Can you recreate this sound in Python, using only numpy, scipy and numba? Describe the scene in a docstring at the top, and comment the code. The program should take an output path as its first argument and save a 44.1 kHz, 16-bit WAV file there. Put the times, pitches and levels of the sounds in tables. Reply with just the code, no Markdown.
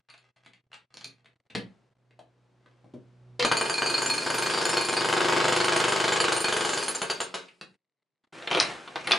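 """In a brick garage, an electric breaker is shifted about on the floor: gritty impacts over a swelling hum.
The motor groans into motion and a piston excites slab and chisel modes about 25 times a second, then slows.
Last, from closer, rubble is raked and cracks: filtered noise, random grains and short damped bursts.
Sparse decaying echoes form the room, and a noise gate lowers the quiet gaps, where short ticks imitate
its brief flutter."""
import sys
import numpy as np
from scipy import signal
from scipy.fft import rfft, irfft
from scipy.io import wavfile
from scipy.ndimage import uniform_filter1d
from numba import njit

SR = 44100
rng = np.random.default_rng(int(sys.argv[2]) if len(sys.argv) > 2 else 0)


def to_wav(sig):
    """Store sig (one row per channel, or 1-D mono) as 16-bit WAV at the path in sys.argv[1].

    Samples outside -1..1 are clipped; the rate is SR.
    """
    pcm = np.clip(np.atleast_2d(sig), -1, 1) * 32767
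    pcm = np.round(pcm).astype(np.int16)
    wavfile.write(sys.argv[1], SR, pcm.T)  # frames by channels


N = 404838
T = np.arange(8192) / SR  # time axis of one short event [s]

# All levels in the tables are relative.
# hum and air of the garage: (time [s], hum level [dB], air level [dB])
QUIET_LEVELS = [(0, -74.5, -75.5), (.6, -71.5, -79), (1.2, -71.5, -79), (1.7, -76, -65), (2, -69, -74),
                (2.4, -66, -70.5), (2.9, -62.5, -67), (3.35, -53, -66), (3.6, -77.5, -72), (7, -84, -75.5),
                (7.7, -91.5, -76.5), (9.18, -100, -67.5)]
# mains hum partials: (frequency [Hz], level [dB])
HUM_PARTIALS = [(61.5, -12.5), (123, 0.5), (183, -16.5), (245, -20), (367, -15.5), (480, -22)]
# spectrum of the garage air: (frequency [Hz], level [dB])
AIR_SPECTRUM = [(18, -47), (30, -35), (64, -35), (88, -25.5), (122, -14.5), (253, -16.5), (368, -16),
                (623, -19), (4400, -36.5), (12000, -51), (15600, -100), (22000, -120)]
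# knocks of chisel and boots, clunks of the starting motor, and the last blow: (time [s], level [dB],
# stone note [Hz], note above the grit [dB], low thump [dB], chisel ring [dB])
KNOCKS = [(0.086, -39, 1145, -9, -82, -73), (0.1, -38.5, 2490, -6, -81, -45.5),
          (0.138, -37.5, 2650, -7, -82, -66), (0.178, -51, 3080, 7, -84, -52),
          (0.36, -49, 790, -11, -79, -63), (0.448, -52, 2320, 0, -79, -60),
          (0.461, -37, 2330, -4, -59, -57), (0.534, -45, 2420, 5, -84, -60),
          (0.716, -41, 2320, -2, -74, -69), (0.73, -35.5, 2930, 7, -83, -59),
          (0.74, -32, 2180, -23, -85, -49), (0.941, -39, 4500, 4, -56, -43),
          (0.97, -34.5, 4600, 8, -55.5, -41), (1.01, -35, 4730, 0, -60, -46),
          (1.044, -33.5, 4440, 12, -69, -27.5), (1.056, -54, 4430, -2, -52, -52),
          (1.245, -51, 800, -2, -68, -68), (1.258, -43.5, 2850, 3, -68, -66),
          (1.499, -38, 2740, 4.5, -57, -77), (1.55, -16, 1990, -6, -27.5, -31),
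          (2.108, -51.5, 2020, 2, -65, -75), (2.191, -42.5, 710, 10, -56.5, -83),
          (2.659, -51.5, 1370, 8, -60, -85), (2.843, -60, 720, 14, -52, -82),
          (2.937, -50, 704, 6, -37.5, -69), (3.396, -13.5, 4230, 3, -44, -34),
          (3.403, -16, 2900, 5, -67, -50), (3.425, -12, 4100, 3, -37, -44), (7.484, -43, 2600, 6, -75, -53),
          (7.611, -26.5, 3200, 0, -47.5, -40), (8.013, -65, 2000, -8, -85, -91),
          (8.058, -65, 1472, -6, -90, -90), (8.237, -52.5, 3220, -1, -78.5, -83.5)]
# first two blows on unbroken concrete, short and heavy: same columns as KNOCKS
FIRST_BLOWS = [(3.449, -4, 773, 9.2, -40.5, -56.5), (3.515, -12, 932, 10, -33.5, -56.5)]
# lumps of rubble cracking and tumbling: same columns as KNOCKS
LUMPS = [(8.423, -28.5, 1360, -8, -47, -65), (8.474, -18.5, 2440, 5, -36.5, -68),
         (8.512, -16.5, 2670, 7, -26, -65), (8.529, -23, 3050, 12.5, -34, -60),
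         (8.548, -14, 3100, 7, -20.5, -34), (8.572, -11, 925, -20, -23.5, -34),
         (8.6, -13.5, 4250, 16, -52, -21), (8.608, -13, 1643, 4, -70, -27),
         (8.876, -27.5, 1450, 0, -50, -54), (8.958, -15, 1300, 3, -31.5, -75),
         (9.072, -12.5, 2190, -22, -33.5, -31), (9.11, -8, 2600, -15, -26, -26),
         (9.118, -11, 3540, 14.5, -44, -33.5), (9.134, -27.5, 1250, 19.5, -29, -54)]
# spectrum of stone on stone: (frequency [Hz], level [dB])
GRIT_SPECTRUM = [(250, -22.5), (700, 1.5), (2500, 2.5), (5000, -10), (10000, -23), (14000, -61.5)]
# stone chips ticking while things are shifted: (start [s], end [s], level [dB])
CHIP_SPANS = [(0, .3, -66), (0.353, .64, -64.5), (0.717, .87, -73), (0.9, 1.21, -64), (2.62, 2.8, -70.5)]
# the gate's brief flutter in the silences, imitated by short ticks: (start [s], end [s], level [dB])
GATE_FLUTTER_SPANS = [(.67, .71, -58), (1.19, 1.24, -58), (1.33, 1.49, -60), (7.74, 8.32, -58)]
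# gravel crackling close by: (start [s], end [s], level [dB])
CRACKLE_SPANS = [(8.505, 8.66, -25), (8.95, 9.02, -41), (9.04, 9.18, -37)]
# motor groan on starting: (time [s], level [dB], pitch [Hz])
GROAN = [(3.394, -29, 492), (3.415, -26.5, 481), (3.432, -30, 500), (3.446, -31.5, 520),
         (3.452, -61.5, 515)]
# gears, fan and rattling chips: (time [s], level [dB])
MOTOR_LEVEL = [(3.394, -35), (3.45, -68), (3.6, -39.5), (4.2, -37), (5.3, -39), (6.3, -39.5), (6.8, -35.5),
               (7.1, -50), (7.4, -68), (7.75, -81)]
# their spectrum: (frequency [Hz], level [dB])
MOTOR_SPECTRUM = [(18, -67.5), (30, -23.5), (75, -17), (100, -24), (130, -11), (363, 3), (747, -8.5),
                  (917, 2), (1020, -5), (3970, -9.5), (4700, 0), (5700, -11.5), (6900, -11), (10300, -12),
                  (12300, -14), (14000, -91.5)]
# piston at full speed, each row on a blow, blows between rows evenly spaced: (time [s], strength [dB],
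# low chisel ring [dB], ring of the 4.6 kHz mode [dB], high chisel ring [dB])
HAMMERING = [(3.61, -16, -31.5, -42, -23.5), (3.656, -20.5, -33.5, -41.5, -34),
             (3.695, -16.5, -45, -23, -27), (3.738, -29, -21.5, -45, -29), (3.818, -16.5, -34, -29, -30),
             (3.858, -20, -24, -30.5, -24), (3.938, -20.5, -24, -32.5, -30), (4.018, -18, -30, -29, -26),
             (4.137, -23.5, -27.5, -42, -27.5), (4.22, -26.5, -37, -44, -36), (4.261, -18.5, -36, -33, -31),
             (4.42, -20, -29.5, -43, -26.5), (4.535, -17.5, -42, -30, -31.5),
             (4.689, -18.5, -31, -39.5, -25.5), (4.768, -16.5, -24, -32, -27.5),
             (4.846, -25.5, -34.5, -33, -26.5), (4.884, -19, -27, -41, -26.5),
             (4.925, -18, -41, -49.5, -32), (4.965, -17, -30, -24, -30.5), (5.005, -17, -43, -37.5, -29.5),
             (5.125, -14.5, -59.5, -39.5, -32), (5.361, -13, -47, -52, -34.5),
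             (5.56, -14.5, -40.5, -37.5, -31.5), (5.599, -14.5, -27.5, -37, -34.5),
             (5.642, -15.5, -34.5, -28, -29.5), (5.68, -14, -48, -46, -37), (5.838, -13.5, -33, -41, -26.5),
             (5.88, -16, -49, -43, -30.5), (5.998, -14, -36.5, -45.5, -33.5),
             (6.158, -14.5, -42, -39, -33.5), (6.199, -14.5, -26, -25.5, -32), (6.279, -15, -47, -42, -38),
             (6.32, -14.5, -36.5, -32, -27), (6.402, -24, -33, -42, -25), (6.442, -17, -30, -42, -31),
             (6.523, -16, -43, -55, -29), (6.772, -20, -36.5, -39, -29.5)]
# single blows while the motor speeds up and runs down: same columns as HAMMERING
SLOW_BLOWS = [(3.446, -16, -22.5, -30, -26.5), (3.513, -11.5, -25.5, -31, -28),
              (3.567, -19, -27.5, -28, -26), (6.824, -24.5, -33.5, -35.5, -30),
              (6.879, -21, -36.5, -38.5, -27.5), (6.947, -26, -45.5, -45.5, -26.5),
              (7.015, -18, -41, -45, -29), (7.097, -18.5, -36, -26.5, -28), (7.201, -20.5, -50, -40.5, -28),
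              (7.339, -23.5, -47, -44, -44)]
# second knock as the striker rebounds: (time [s], level against the blow [dB])
REBOUND = [(3.4, -23), (3.7, -10), (4.5, -0.5), (5.2, -0.5), (6, -3.5), (6.8, -8), (7.4, -1)]
# how brittle the concrete under the point cracks: (time [s], level against the blow [dB])
BRITTLENESS = [(3.4, 1), (3.7, -28), (4.5, -10), (5.1, -12), (6.2, -7), (6.9, -9), (7.4, -4.5)]
# spectrum of the blow's thud: (frequency [Hz], level [dB])
THUD_SPECTRUM = [(24, -68.5), (40, -60), (75, -41.5), (100, -42.5), (125, -20.5), (163, -10), (326, -11.5),
                 (369, 1.5), (737, -7), (909, -7.5), (1010, -5), (4470, -9.5), (6000, -26), (7800, -57.5),
                 (13200, -120)]
# spectrum of cracking concrete: (frequency [Hz], level [dB])
CRACK_SPECTRUM = [(880, -42.5), (1500, 7), (1770, -18), (2040, 1.5), (4460, -0.5), (5950, -8), (7280, -4),
                  (10300, -23), (15000, -60)]
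# steel bar modes: (frequency [Hz], width before stretching the decay [Hz], level [dB])
CHISEL_MODES = [(2420, 26, -5), (2485, 30, -8), (4297, 22, 0), (4375, 30, -6), (4647, 26, 0),
                (6437, 34, -7.5), (7050, 40, -10), (7212, 30, -8), (8940, 30, -7), (10028, 24, -8),
                (11920, 24, -9), (13700, 38, -20), (14750, 33, -20)]
# modes of slab and walls under the blow: same columns as CHISEL_MODES
SLAB_MODES = [(128, 17, -17.5), (165.5, 17, -11.5), (361.6, 18, -3), (413, 20, -5.5), (438.6, 11, -3.5),
              (512, 14, -4.5), (547, 51, -5), (676, 18.2, -2.5), (900.6, 17, -3.5), (925, 17, -3),
              (1117, 17, -3.5), (1279, 31, 2), (1447, 14, -1.5), (1565, 25, 4.5), (1645, 14, -2),
              (1986, 10, -11.5), (2182, 28, -5), (2968, 120, 11.5)]
# thin squeal drifting over the hammering: (time [s], level [dB], pitch [Hz])
SQUEAL = [(4.15, -56, 5100), (4.35, -51, 5110), (4.6, -43, 5150), (4.78, -42.5, 5400), (4.82, -73, 5070),
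          (5.0, -45.5, 5100), (5.6, -43, 5300), (6.3, -61, 5130), (6.5, -59, 4900)]
# sliding gravel: (time [s], level [dB])
RAKE_LEVEL = [(8.324, -46.5), (8.46, -47), (8.52, -47.5), (8.7, -37), (8.8, -48.5), (8.95, -51),
              (9.04, -47), (9.1, -35), (9.18, -41)]
# its spectrum: (frequency [Hz], level [dB])
RAKE_SPECTRUM = [(24, -52), (40, -21.5), (351, -4.5), (1190, -9), (1430, -8), (1660, -8.5), (1820, -9),
                 (9450, -28), (12000, -33), (15600, -72), (22000, -120)]
# garage reverberation before each source's stretch: (frequency [Hz], 60 dB decay time [s])
GARAGE_DECAY = [(120, 0.43), (330, 0.27), (870, 0.21), (2300, 0.23), (6060, 0.17)]
# diffuse sound that differs left and right: (frequency [Hz], level [dB])
SIDE_SPECTRUM = [(60, -10.5), (150, -12), (380, -11.5), (950, -6.5), (2380, -7.5), (5960, -13.5),
                 (15000, -9.5)]
# microphone mismatch, left over right: (frequency [Hz], level [dB])
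LEFT_OVER_RIGHT = [(60, -4), (180, -0.5), (550, 2.5), (1640, 0.5), (4960, 0.0), (15000, 0)]
# microphone response: (frequency [Hz], level [dB])
MICROPHONE = [(30, -16.5), (60, -10.5), (104, -6), (120, -1), (9500, -0.5), (11500, -12.5), (13000, -31),
              (15500, -19.5)]

BLOWS_PER_S = 25.1
JITTER_S, STRENGTH_SCATTER_DB, LOW_SCATTER_DB, HIGH_SCATTER_DB = 0.00055, 0.34, 2.5, 1.5
REBOUND_S, REBOUND_JITTER_S = 0.0105, 0.0003
LOW_RING_STRETCH, HIGH_RING_STRETCH = 2.7, 2.8  # decay-time factors of the steel
DETUNE, FLUTTER_DB = 0.0015, 1.8  # relative pitch scatter of any mode; flutter of the steel's ring
CHIPS_PER_S, TICKS_PER_S, CRACKLE_PER_S, CHIP_SCATTER_DB = 96, 70, 400, 4
KNOCK_GRIT_DB, CRACK_GRIT_DB, CHIP_SPREAD_DB, KNOCK_RING_SCATTER_DB = 5.5, 4.5, 6, 2
GROAN_ROUGH, SQUEAL_ROUGH = 0.4, 0.7  # rms waver relative to the mean
GATE_OPEN_DB, GATE_DEPTH_DB, EDGE_HZ = -69.5, 19, 15558


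def gain_of(db):
    """Logarithmic level law: 20 dB is a factor of ten in amplitude."""
    return 10 ** (np.asarray(db) / 20)


def evened(x):
    """Normalization to unit root-mean-square over the whole array."""
    return x / np.sqrt(np.mean(x ** 2) + 1e-20)


def read(points, hz):
    """Linear interpolation along a logarithmic frequency axis."""
    f, value = np.transpose(points)
    return np.interp(np.log(hz + 1), np.log(f + 1), value)


def coloured(x, points):
    """Spectral filtering: multiplies the transform by a frequency-dependent gain."""
    n = x.shape[-1]
    gain = gain_of(read(points, np.fft.rfftfreq(n, 1 / SR)))
    return irfft(rfft(x) * gain, n)


def curve(rows, column=1):
    """Piecewise-linear envelope: one column at every sample, -200 outside it."""
    rows = np.array(rows)
    return np.interp(np.arange(N) / SR, rows[:, 0], rows[:, column], -200, -200)


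def add(mix, s, sound):
    """Linear superposition: adds a sound in place at s seconds."""
    part = mix[round(s * SR):][:len(sound)]
    part += sound[:len(part)]


def burst(points, t60, grit_db, rise_s=0.00044):
    """Damped impact noise: coloured, with a fast rise, exponential decay and random grit."""
    grit_level = evened(uniform_filter1d(rng.standard_normal(len(T)), 60))
    grit = gain_of(grit_db * grit_level)
    noise = evened(coloured(rng.standard_normal(len(T)), points))
    shape = gain_of(-60 * T / max(t60, 0.004)) * (1 - np.exp(-T / rise_s))
    return evened(noise * grit * shape) * np.sqrt(np.mean(shape ** 2))


def rung(modes, gains_db, scatter_db, stretch, wander):
    """Modal superposition: struck, damped sines with scattered strengths, pitches and phases."""
    hz, width, db = np.transpose(modes)[:, :, None]
    strength_luck, phase_luck = rng.standard_normal((2, len(modes), 1))
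    decay_db = -60 * T * width / (1.11 * stretch)  # wide modes die sooner
    size = gain_of(db + gains_db + scatter_db * strength_luck + decay_db)
    hz = hz * (1 + DETUNE * rng.standard_normal(hz.shape))
    partials = size * np.sin(2 * np.pi * hz * T + wander * phase_luck)
    return partials.sum(0) * (1 - np.exp(-T / 0.0007))


def quiet():
    """Hum as a sum of wavering sine partials; air as broadband noise partly shared by both channels."""
    t = np.arange(N) / SR
    slow = uniform_filter1d(rng.standard_normal((len(HUM_PARTIALS), N)), 3000)
    waver = evened(uniform_filter1d(slow, 3000))
    hum = np.zeros(N)
    for (hz, db), w in zip(HUM_PARTIALS, waver):
        hum += gain_of(db + 1.4 * w) * np.sin(2 * np.pi * hz * t + 0.25 * w)
    mid, side = evened(coloured(rng.standard_normal((2, N)), AIR_SPECTRUM))
    air = np.array([mid + 0.37 * side, mid - 0.3 * side])
    hum_gain = np.sqrt(2) * gain_of(curve(QUIET_LEVELS))
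    return hum_gain * hum + gain_of(curve(QUIET_LEVELS, column=2)) * air


def knocks(rows, t60, grit_db, thump_hz, ring_modes, ring_gain_db, note_spread, ring_scatter_db, dull_db=0):
    """Impact of rough bodies: contact grit, a short note, a low thump and steel modes."""
    out = np.zeros(N)
    spectrum = GRIT_SPECTRUM[:3] + [(4200, 0)] + GRIT_SPECTRUM[3:]
    grit = [(hz, db - dull_db * (hz >= 5000)) for hz, db in spectrum]
    thump = [(thump_hz / 4, -40), (thump_hz / 2, -14), (thump_hz, 0),
             (thump_hz * 3.9, -3), (thump_hz * 6, -25), (3000, -50)]
    tilt_db = -0.1 * np.arange(len(ring_modes))[:, None]
    for s, db, hz, note_db, thump_db, ring_db in rows:
        note = [(hz / 2, -40), (hz / note_spread, -12), (hz, 0), (hz * note_spread, -12), (hz * 2, -40)]
        note_t60 = 0.61 * t60 * np.sqrt(2200 / hz)  # higher notes die sooner
        contact = burst(grit, t60, grit_db) + gain_of(note_db) * burst(note, note_t60, 0.31)
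        tap = gain_of(db - 8.5) * contact
        tap += gain_of(thump_db - 1.5) * burst(thump, 0.16, 0.96, 0.00069)
        ring = rung(ring_modes, ring_db + ring_gain_db + tilt_db, ring_scatter_db, 0.55, 3.2)
        add(out, s, tap + ring)
    return out


def chips(spans, per_s, t60):
    """Random point process: independent ticks share one grit burst but vary in size."""
    t = np.arange(N) / SR
    size = gain_of(CHIP_SCATTER_DB * rng.standard_normal(N))
    level = sum(gain_of(db) * ((t > a) & (t < b)) for a, b, db in spans)
    ticks = level * size * (rng.random(N) < per_s / SR)
    return signal.oaconvolve(ticks, burst(GRIT_SPECTRUM, t60, 2.1))[:N]


def gate_flutter():
    """Random point process: short ticks imitate the gate's brief flutter in the silences."""
    return chips(GATE_FLUTTER_SPANS, TICKS_PER_S, 0.0044)


def contacts():
    """Contact excitation: knocks of chisel and boots, motor clunks, first and last blows, ticking chips."""
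    taps = knocks(KNOCKS, 0.037, KNOCK_GRIT_DB, 130, CHISEL_MODES, -3.0, 1.5, KNOCK_RING_SCATTER_DB)
    heavy = knocks(FIRST_BLOWS, 0.0045, 3.2, 330, CHISEL_MODES, -1.5, 2.1, 4.5)
    return taps + heavy + chips(CHIP_SPANS, CHIPS_PER_S, 0.016)


def tone(rows, rough):
    """Frequency modulation: phase integrates the pitch curve while noise modulates the amplitude."""
    turns = np.cumsum(np.maximum(curve(rows, column=2), 0)) / SR
    waver = 1 + rough * evened(uniform_filter1d(rng.standard_normal(N), 200))
    return gain_of(curve(rows)) * waver * np.sin(2 * np.pi * turns)


def rattle(rows, colour, grains_per_s, spread_db, share):
    """Granular modulation: random decaying clicks roughen filtered noise."""
    sizes = gain_of(spread_db * np.minimum(rng.exponential(1, N), 4))
    clicks = (rng.random(N) < grains_per_s / SR) * sizes
    grains = signal.oaconvolve(clicks, gain_of(-60 * T[:400] / 0.00075))[:N]
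    rough = rng.standard_normal(N) * (1 - share + share * evened(grains))
    return gain_of(curve(rows)) * evened(coloured(rough, colour))


def motor():
    """Mechanical noise: gears, fan and rattling chips as granular broadband sound."""
    return rattle(MOTOR_LEVEL, MOTOR_SPECTRUM, 1200, CHIP_SPREAD_DB, 0.32)


def piston():
    """Periodic excitation with scatter, joined by the slow blows at both ends."""
    rows = np.array(HAMMERING)
    steps = np.round(np.diff(rows[:, 0]) * BLOWS_PER_S)
    number = np.append(0, np.cumsum(steps))
    every = np.arange(number[-1] + 1)
    run = np.array([np.interp(every, number, column) for column in rows.T]).T
    # no two blows land alike
    scatter = [JITTER_S, STRENGTH_SCATTER_DB, LOW_SCATTER_DB, LOW_SCATTER_DB, HIGH_SCATTER_DB]
    run = run + rng.standard_normal(run.shape) * scatter
    return sorted(list(run) + SLOW_BLOWS, key=lambda row: row[0])


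def shock(points):
    """Minimum-phase principle: the most compact causal pulse with a given spectrum, peak 1."""
    hz = abs(np.fft.fftfreq(len(T), 1 / SR))
    log_gain = np.log(gain_of(np.maximum(read(points, hz), -100)))
    pulse = np.fft.ifft(np.exp(np.conj(signal.hilbert(log_gain)))).real
    return pulse / abs(pulse).max()


def hammer():
    """Impulsive excitation: thud, crack and rebound as noise; slab and chisel respond in their modes."""
    noise, rings = np.zeros(N), np.zeros(N)
    steel_hz = np.array(CHISEL_MODES)[:, :1]
    third, high = steel_hz == 4647, steel_hz > 5500
    scatter_db = np.where(high, 4.5, 2.6)
    stretch = np.where(high, HIGH_RING_STRETCH, LOW_RING_STRETCH)
    # the piston's own dull shock is alike every time; crushed grit carries little bass
    strike = shock([(hz, db - 16 * (hz > 2000)) for hz, db in THUD_SPECTRUM])
    crunch = [(hz, db - 9 * (hz < 600)) for hz, db in THUD_SPECTRUM]
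    habit = burst(crunch, 0.0092, 0.7, 0.0009)  # the same point meets the same slab
    blows = piston()
    nexts = [row[0] for row in blows[1:]] + [N / SR]
    for (s, blow_db, low_db, third_db, high_db), next_s in zip(blows, nexts):
        again_s = s + REBOUND_S + REBOUND_JITTER_S * rng.standard_normal()
        again_db = blow_db + np.interp(s, *np.transpose(REBOUND))
        brittle = gain_of(np.interp(s, *np.transpose(BRITTLENESS)))
        for at, db in (s, blow_db), (again_s, again_db):
            crack = brittle * burst(CRACK_SPECTRUM, 0.035, CRACK_GRIT_DB, 0.0002)
            fresh = burst(crunch, 0.021, 0.38, 0.0013)
            thud = gain_of(-5.0) * (2.36 * strike + 0.7 * habit + 0.78 * fresh)
            add(noise, at + 0.001902, gain_of(db) * thud)
            add(noise, at + 0.0033, gain_of(db) * crack)
        # the ring's level flutters at random throughout
        flutter_db = FLUTTER_DB * evened(uniform_filter1d(rng.standard_normal(len(T)), 250))
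        # the next blow grips the steel and stops the ring
        grip_db = -700 * np.maximum(T - (next_s - s), 0)
        levels_db = np.where(high, high_db, np.where(third, third_db, low_db))
        ring = rung(CHISEL_MODES, levels_db, scatter_db, stretch, 3.64)
        steel = gain_of(grip_db + flutter_db) * ring
        slab = rung(SLAB_MODES, blow_db - 13.5, 1.3, 1.3, 0.5)
        add(rings, s + 0.0022, steel + slab)
    return noise, rings


def rubble():
    """Friction and fracture: sliding gravel as granular noise, lumps and crackle as damped impacts."""
    lumps = knocks(LUMPS, 0.038, 3.3, 343, CHISEL_MODES[8:10], 0.5, 1.66, 7.7, dull_db=7)
    raked = rattle(RAKE_LEVEL, RAKE_SPECTRUM, 1500, 3.4, 0.3)
    return lumps + raked + chips(CRACKLE_SPANS, CRACKLE_PER_S, 0.0076)


def garage(x, wet_db, longer, gap_s):
    """Reverberation: sparse random echoes after a gap, decaying at a rate set by frequency."""
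    taps = np.zeros((4, SR // 2))
    at = np.arange(round(gap_s * SR), SR // 2 - 20, 20)
    at = at + rng.integers(0, 20, (4, len(at)))
    np.put_along_axis(taps, at, rng.choice([-1., 1.], at.shape), 1)
    hz, t, z = signal.stft(taps, SR, nperseg=256)
    decay = gain_of(-60 * t / (longer * read(GARAGE_DECAY, hz)[:, None]))
    tail = signal.istft(z * decay, SR, nperseg=256)[1]
    tail = tail * (np.arange(tail.shape[1]) > gap_s * SR) / np.linalg.norm(tail[0])
    # the echo pattern drifts slowly between two sets of tails, for every source
    turn = 2 * np.pi * 0.12 * np.arange(N) / SR
    fed = x * np.array([np.cos(turn), np.sin(turn)] * 2)
    wet = gain_of(wet_db) * signal.oaconvolve(fed, tail, axes=1)[:, :N]
    mid = wet[0] + wet[1]
    side = gain_of(2.0) * coloured(wet[2] + wet[3], SIDE_SPECTRUM)
    return np.array([x + mid + side, x + mid - side])


def scene():
    """Superposition of the far breaker, the close rubble, the quiet garage and the imitated gate flutter."""
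    touched = contacts()
    blows, rings = hammer()
    rings = rings + tone(GROAN, GROAN_ROUGH) + tone(SQUEAL, SQUEAL_ROUGH)
    room = garage(touched, -1.2, 1.07, 0.0045)
    room += garage(blows + motor(), -2.0, 1.6, 0.004)
    room += garage(rings, -2.5, 1.0, 0.004)
    room += garage(rubble(), -4.0, 1.19, 0.003)
    return room + quiet() + gate_flutter()


@njit
def gate_db(level_db, open_db, depth_db, opening, closing):
    """Downward gating: the gain rises fast above the threshold and falls steadily below it."""
    out, now = np.empty_like(level_db), -depth_db
    for i in range(len(level_db)):
        now = min(now + opening, 0.) if level_db[i] > open_db else max(now - closing, -depth_db)
        out[i] = now
    return out


def record(dry):
    """Transduction chain: microphone mismatch and response, level-driven gate, then a low-pass."""
    left = coloured(dry[0], [(hz, db / 2) for hz, db in LEFT_OVER_RIGHT])
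    right = coloured(dry[1], [(hz, -db / 2) for hz, db in LEFT_OVER_RIGHT])
    heard = coloured(np.array([left, right]), MICROPHONE)
    # 5 ms mean power, mostly of past samples
    power = abs(uniform_filter1d((heard ** 2).mean(0), 220, origin=100))
    level_db = 10 * np.log10(power + 1e-14)
    # opens at 6000 dB/s, closes at 1400 dB/s
    gain_db = gate_db(level_db, GATE_OPEN_DB, GATE_DEPTH_DB, 6000. / SR, 1400. / SR)
    gated = heard * gain_of(gain_db)
    low_pass = signal.firwin(511, EDGE_HZ, window=("kaiser", 9), fs=SR)
    return signal.oaconvolve(gated, low_pass[None], "same")


dry = scene()
out = record(dry)
to_wav(out)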